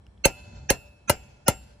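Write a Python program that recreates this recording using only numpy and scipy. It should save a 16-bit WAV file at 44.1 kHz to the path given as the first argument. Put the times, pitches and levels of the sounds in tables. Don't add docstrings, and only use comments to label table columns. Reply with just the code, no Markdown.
import sys
import numpy as np
from scipy import signal
from scipy.fft import rfft, irfft
from scipy.io import wavfile
from scipy.ndimage import uniform_filter1d

SR = 44100
rng = np.random.default_rng(int(sys.argv[2]) if len(sys.argv) > 2 else 0)


def voltage_ratio(decibels):
    exponent = np.asarray(decibels, float) / 20
    return 10 ** exponent


def dump(signal):
    limited = np.clip(np.atleast_2d(signal).T, -1, 1)
    pcm = np.round(limited * 32767).astype(np.int16)
    wavfile.write(sys.argv[1], SR, pcm)


N = 79380


def evened(x):
    return x / np.sqrt(np.mean(x ** 2) + 1e-20)


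def read(points, hz):
    f, value = np.transpose(points)
    return np.interp(np.log(hz + 1), np.log(f + 1), value)


def add(mix, s, sound):
    part = mix[:, round(s * SR):][:, :sound.shape[-1]]
    part += sound[..., :part.shape[1]]


def seconds_axis(seconds):
    return np.arange(round(seconds * SR)) / SR


def noise(size, tone, same, tilt_db=0, peaks=()):
    hz = np.fft.rfftfreq(size, 1 / SR)
    left, other = rfft(rng.standard_normal((2, size)))
    likeness = np.clip(read(same, hz), 0, 1)
    level_db = read(tone, hz) + tilt_db * np.log2((hz + 50) / 2000)
    for centre_hz, width_hz, db in peaks:
        level_db = level_db + db / (1 + (2 * (hz - centre_hz) / width_hz) ** 2)
    knots = np.arange(0, SR / 2, 60)
    ripple_db = 5 * np.interp(hz, knots, rng.standard_normal(len(knots))) * (hz > 1500)
    right = likeness * left + np.sqrt(1 - likeness ** 2) * other
    return evened(irfft(np.array([left, right]) * voltage_ratio(level_db + ripple_db), size))


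def dying(x, t60s):
    size = x.shape[1]
    hz, t = np.fft.rfftfreq(size, 1 / SR), np.arange(size) / SR
    spectrum = rfft(x)
    centres = np.log([f for f, _ in t60s])
    out = 0
    for row, (_, t60) in zip(np.eye(len(t60s)), t60s):
        window = np.interp(np.log(hz + 1), centres, row)
        out = out + irfft(spectrum * window, size) * voltage_ratio(-60 * t / t60)
    return out


def modes(table, seconds, spread_db, detune, turn):
    t, out = seconds_axis(seconds), 0
    for hz, db, t60 in table:
        u = rng.uniform(-0.76, 1, 5)
        side_turn = turn * u[1] * min(hz / 2000, 1)
        phase = np.pi * u[0] + np.array([[0], [side_turn]])
        fade = voltage_ratio(db + spread_db * u[2:4, None] - 60 * t / t60)
        out = out + fade * np.sin(2 * np.pi * hz * (1 + detune * u[4]) * t + phase)
    return out * np.minimum(t / 0.0048, 1)


# time_s, level_db
RUMBLE_LEVEL = [(0, -58), (.05, -56.5), (.3, -57.5), (.456, -49.5), (.62, -47), (.78, -56), (1.0, -61),
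                (1.25, -53.5), (1.42, -60.5), (1.62, -50.5), (1.8, -61)]
# pitch_hz, level_db
RUMBLE_TONE = [(28, -30), (48, -1), (65, 0), (130, -8), (210, -17), (400, -28), (900, -50), (2500, -110)]
# pitch_hz, width_hz, level_db
RUMBLE_PEAKS = [(61.4, 8.3, 6.5), (133, 4, 10.5), (210, 39, 7.5)]
# pitch_hz, level_db
FLOOR_TONE = [(150, -27), (250, -7.5), (900, -11.5), (1150, -17), (2700, -25), (11000, -39.5),
              (12500, -67.5)]
# pitch_hz, likeness_0_to_1
SAME_FAR = [(60, 1), (180, 0.94), (550, 0.33), (1650, 0.027), (5000, 0.028), (15000, 0.5)]


def outdoors():
    t = np.arange(N) / SR
    lump = voltage_ratio(0.38 * evened(uniform_filter1d(rng.standard_normal(N), 2500)))
    swing = voltage_ratio(np.interp(t, *np.transpose(RUMBLE_LEVEL)))
    rumble = noise(N, RUMBLE_TONE, SAME_FAR, peaks=RUMBLE_PEAKS) * swing * lump
    return rumble + voltage_ratio(-69) * noise(N, FLOOR_TONE, SAME_FAR)


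# start_s, level_db, pitch_hz
TICKS = [
    (.0668, -51.5, 2870),
    (.0668, -58, 5230),
    (.0668, -62.5, 1500),
    (.177, -59, 3330),
]


def add_ticks(mix):
    t = np.arange(200) / SR
    for s, db, hz in TICKS:
        add(mix, s, voltage_ratio(db - 60 * t / 0.0089) * np.sin(2 * np.pi * hz * t))


# pitch_hz, level_db
YARD_TONE = [(200, -14.5), (600, -9), (1500, -10), (3000, -19.5), (6300, -17), (7600, -13), (8300, -51),
             (16500, -78.5)]
# pitch_hz, t60_s
YARD_T60 = [(300, 1.4), (2000, 0.85), (5000, 1.01), (10000, 0.2), (15000, 0.48)]
# pitch_hz, width_hz, level_db
PANELS = [(586, 14, 22), (762, 18, 11), (875, 14, 14), (987, 12, 17), (1150, 200, -20), (1400, 40, 12),
          (2750, 400, 9), (4250, 300, 5)]
# pitch_hz, level_db
SHIMMER_TONE = [(8800, -41), (9100, 10), (11300, 0), (11550, -49), (12950, -52), (13200, -0.5), (14900, 8),
                (15400, -39.5)]
# pitch_hz, t60_s
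SHIMMER_T60 = [(9000, 0.6), (11300, .7), (13200, .4), (14500, .42)]
YARD_DB = [-47.5, -72, -66, -68]
YARD_RISE_S = [0.93, 0.14, 0.2, 0.13]
SHIMMER_DB = [-66, -67, -69.5, -66]


def yard(k):
    t = np.arange(SR) / SR
    lump = voltage_ratio(1.7 * evened(uniform_filter1d(rng.standard_normal(SR), 1500)))
    swell = np.sin(np.pi / 2 * np.minimum(t / YARD_RISE_S[k], 1)) ** 1.3
    walls = dying(noise(SR, YARD_TONE, SAME_FAR, peaks=PANELS), YARD_T60) * swell * lump
    shimmer = dying(noise(SR, SHIMMER_TONE, SAME_FAR), SHIMMER_T60) * np.minimum(t / .01, 1)
    return voltage_ratio(YARD_DB[k] + 14.5) * walls + voltage_ratio(SHIMMER_DB[k] + 9) * shimmer


# pitch_hz, level_db
LEAD_IN_TONES = [
    [[(613, -39), (5673, -33.5), (6416, -19.5), (7445, -34.5)], [(570, -27), (1205, -33), (1367, -28),
     (1571, -26), (2180, -23), (2670, -13.5), (3014, -26.5), (4279, -17.5), (6416, -25)]],
    [[(511, -30.5), (5281, -27), (5743, -22)], [(780, -24), (1647, -19), (1830, -21), (2454, -22),
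     (2675, -21.5), (3046, -27), (3585, -35.5), (5286, -28), (6476, -17.5)]],
    [[(220, -38), (1076, -46.5), (6163, -34), (7972, -47)], [(1071, -40.5), (1372, -31.5), (1647, -40.5),
     (2207, -46), (2492, -33.5), (3300, -51), (3800, -47.5), (6174, -34.5), (6917, -45), (7967, -44.5)]],
    [[(764, -30), (4495, -55), (5108, -47), (5528, -37), (6653, -38)], [(387, -39.5), (635, -32.5),
     (1458, -33), (1819, -38), (2583, -41.5), (2863, -37.5), (5097, -40), (6659, -59)]],
]
LEAD_IN_S = [.018, .02, .025, .026]
LEAD_IN_HISS_DB = [-26.5, -33.5, -38, -39.5]
LEAD_IN_CURVE = [3.05, 5.2, 2.6, 3.2]


def lead_in(k):
    t = seconds_axis(LEAD_IN_S[k])
    tones = []
    for side in LEAD_IN_TONES[k]:
        tones.append(sum(voltage_ratio(db) * np.sin(2 * np.pi * (hz * t + rng.random())) for hz, db in side))
    hiss_tone = [(300, -4.5), (2500, 5.5), (7000, -16), (8500, -47.5)]
    hiss = voltage_ratio(LEAD_IN_HISS_DB[k]) * noise(len(t), hiss_tone, [(100, 0.14), (9000, .1)])
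    swell = np.sin(np.pi / 2 * t / LEAD_IN_S[k]) ** LEAD_IN_CURVE[k]
    return np.array(tones) * swell + hiss * (t / LEAD_IN_S[k]) ** 3.1


# start_hz, end_hz, glide_s, knee_power, rise_s
THUMPS = [
    (523, 34, .0044, 4.1, .0027),
    (523, 34, .0044, 4.1, .0027),
    (640, 79, .0046, 4.6, .0047),
    (662, 49, .0041, 2, .009),
]
THUMP_LATE_S = [0, .0006, 0, 0]
KNOCK_DB = [-21, -20, -9.5, -10.5]


def thump(k, db):
    start_hz, end_hz, glide, knee, rise = THUMPS[k]
    pan_db, lag_s, turn = .8, .00006, -.2
    t = np.maximum(np.arange(SR // 5) / SR - THUMP_LATE_S[k] - np.array([[lag_s], [0]]), 0)
    pitch = end_hz + (start_hz - end_hz) / (1 + (t / glide) ** knee)
    turns = np.cumsum(pitch * (t > 0), axis=1) / SR + turn
    wave = voltage_ratio(db - 60 * t / .058) * np.minimum(t / rise, 1) * np.sin(2 * np.pi * turns)
    knock = voltage_ratio(KNOCK_DB[k] - 60 * t / .035) * np.minimum(t / .003, 1)
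    knock = knock * np.cos(2 * np.pi * (553 * t - turn))
    return voltage_ratio([[pan_db], [-pan_db]]) * (wave + knock)


BLOW_S = .7
# pitch_hz, level_db
CRACK = [(300, -49), (700, -12), (3630, -15.5), (8480, -16.5), (9830, -8), (12000, -19.5), (14800, -13.5),
         (16500, -47.5)]
# pitch_hz, likeness_0_to_1
SAME_NEAR = [(60, 0.28), (180, 0.95), (550, 0.64), (1650, 0.12), (5000, 0.025), (15000, 0.09)]


def chatter(db, length, tilt_db):
    t = seconds_axis(BLOW_S)
    bounce = 0.39 + 0.35 * np.cos(2 * np.pi * 310 * t) ** 2 + 2.5 * np.exp(-t / 0.00091)
    hold = np.minimum(t / 0.00053, 1) * voltage_ratio(-60 * np.maximum(t - length, 0) / 0.019)
    peaks = [(1089, 98, -13), (12130, 540, -11.5), (9330, 150, 4), (10010, 230, 7.5)]
    rattle = noise(len(t), CRACK, SAME_NEAR, tilt_db, peaks) * bounce * hold
    tick_tone = [(1500, -28.0), (4000, -15), (15000, 1.5), (16500, -10.5)]
    tick = noise(len(t), tick_tone, SAME_NEAR) * np.minimum(t / 0.00008, 1) * np.exp(-t / 0.00089)
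    return voltage_ratio(db) * rattle + voltage_ratio(db - 8) * tick


# pitch_hz, level_db, t60_s
CLANK_END = [(554, -3, .1), (895, -8, 0.068), (1603, -5, 0.023), (2102, -11.5, 0.067), (2673, -15.5, 0.14),
             (4280, -16, 0.065), (6350, 3, 0.025), (7700, 0.5, 0.026), (9500, -17.5, 0.062),
             (9660, -15.5, 0.027), (14400, -17, 0.053), (15100, -19, .07)]
# pitch_hz, level_db, t60_s
CLANK_LATER = [(582.3, -14, .12), (908, 0.5, 0.036), (1350, -3, 0.037), (2047, -5, 0.032),
               (2856, -13.5, 0.083), (4135, -10, 0.035), (5970, -32, 0.15), (7300, -31, 0.083),
               (6470, -24, 0.025), (13930, -18, 0.063), (9257, -12.5, 0.044), (10090, -7, 0.036),
               (14000, -16, 0.049)]
CLANK_DB = [-11, -16.5, -10, -11]


def clank(k):
    t = seconds_axis(BLOW_S)
    table = (CLANK_END, CLANK_LATER)[k // 2]
    return voltage_ratio(CLANK_DB[k]) * modes(table, BLOW_S, -4, .006, 0.69) / (1 + (t / 0.024) ** 2)


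# pitch_hz, level_db
ARCH_TONE = [(100, -6), (830, -1), (1140, -10.5), (2680, -9.5), (3470, -19), (9000, -4), (14500, -15),
             (15600, -65.5)]
# pitch_hz, t60_s
ARCH_T60 = [(100, 0.23), (300, 0.16), (1000, 0.14), (4000, 0.13), (9000, 0.071), (15000, 0.062)]
# pitch_hz, width_hz, level_db
ARCH_GAPS = [(12040, 710, -38), (8450, 480, -25), (1120, 130, -8.5), (9050, 60, 8.5), (14500, 200, 12)]


def arch_echoes():
    t = seconds_axis(BLOW_S)
    hiss = noise(len(t), ARCH_TONE, SAME_NEAR, peaks=ARCH_GAPS)
    return voltage_ratio(-21.5) * dying(hiss, ARCH_T60) * np.minimum(t / 0.0047, 1)


# pitch_hz, level_db, t60_s
LOW_RING = [(553, -2, .15), (765, -4, .24), (1385, -2, .2), (2948, -15, .4)]
# pitch_hz, level_db, t60_s
HIGH_RING = [(5523, -8, .3), (7387, -4, .3), (7493, 3, .36), (11300, -14, .15), (14320, -6, .1)]
# pitch_hz, level_db, t60_s
LONG_RING = [(2604, 0, 1.1)]
# pitch_hz, level_db, t60_s
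MID_RING = [(2720, -1.5, .42)]
# lower_db, upper_db, long_db, middle_db
RING_DB = [
    (-37.5, -55, -47, -44),
    (-45, -56, -53.5, -44.5),
    (-40.5, -51.5, -57, -49),
    (-37.5, -48, -65.5, -46),
]


def bar_ring(k):
    low_db, high_db, long_db, mid_db = RING_DB[k]
    t = seconds_axis(BLOW_S)
    long_shape = np.minimum(t / 0.032, 1) * np.clip((BLOW_S - t) / .3, 0, 1)
    out = voltage_ratio(mid_db) * modes(MID_RING, BLOW_S, 1.7, 0.00034, .43)
    out += voltage_ratio(long_db) * modes(LONG_RING, BLOW_S, 1.3, 0.00026, 2.7) * long_shape
    out += voltage_ratio(low_db) * modes(LOW_RING, BLOW_S, 1.8, 0.00051, 0.39)
    return out + voltage_ratio(high_db) * modes(HIGH_RING, BLOW_S, 3.3, 0.00046, 0.4)


# start_s, chatter_db, chatter_s, brightness_db_per_octave, thump_db
BLOWS = [
    (0.2543, -17, 0.0046, -2, -11),
    (0.7036, -16.5, 0.0024, -1.4, -12),
    (1.0962, -17.5, 0.006, -2, -11),
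    (1.4811, -16.5, 0.0044, 2.5, -8),
]


def scene():
    mix = outdoors()
    add_ticks(mix)
    for k, (s, chatter_db, length, tilt_db, thump_db) in enumerate(BLOWS):
        add(mix, s, yard(k))
        add(mix, s - LEAD_IN_S[k], lead_in(k))
        add(mix, s, thump(k, thump_db))
        add(mix, s, chatter(chatter_db, length, tilt_db) + clank(k) + arch_echoes() + bar_ring(k))
    return mix


def band_limit(x):
    return signal.sosfilt(signal.butter(12, 16630, fs=SR, output="sos"), x)


def record(dry):
    held = np.tanh(dry / 0.83) * 1.255
    edge = signal.firwin(511, 16100, window=("kaiser", 9), fs=SR)
    return band_limit(signal.oaconvolve(held, edge[None], "same"))


dry = scene()
out = record(dry)
dump(out)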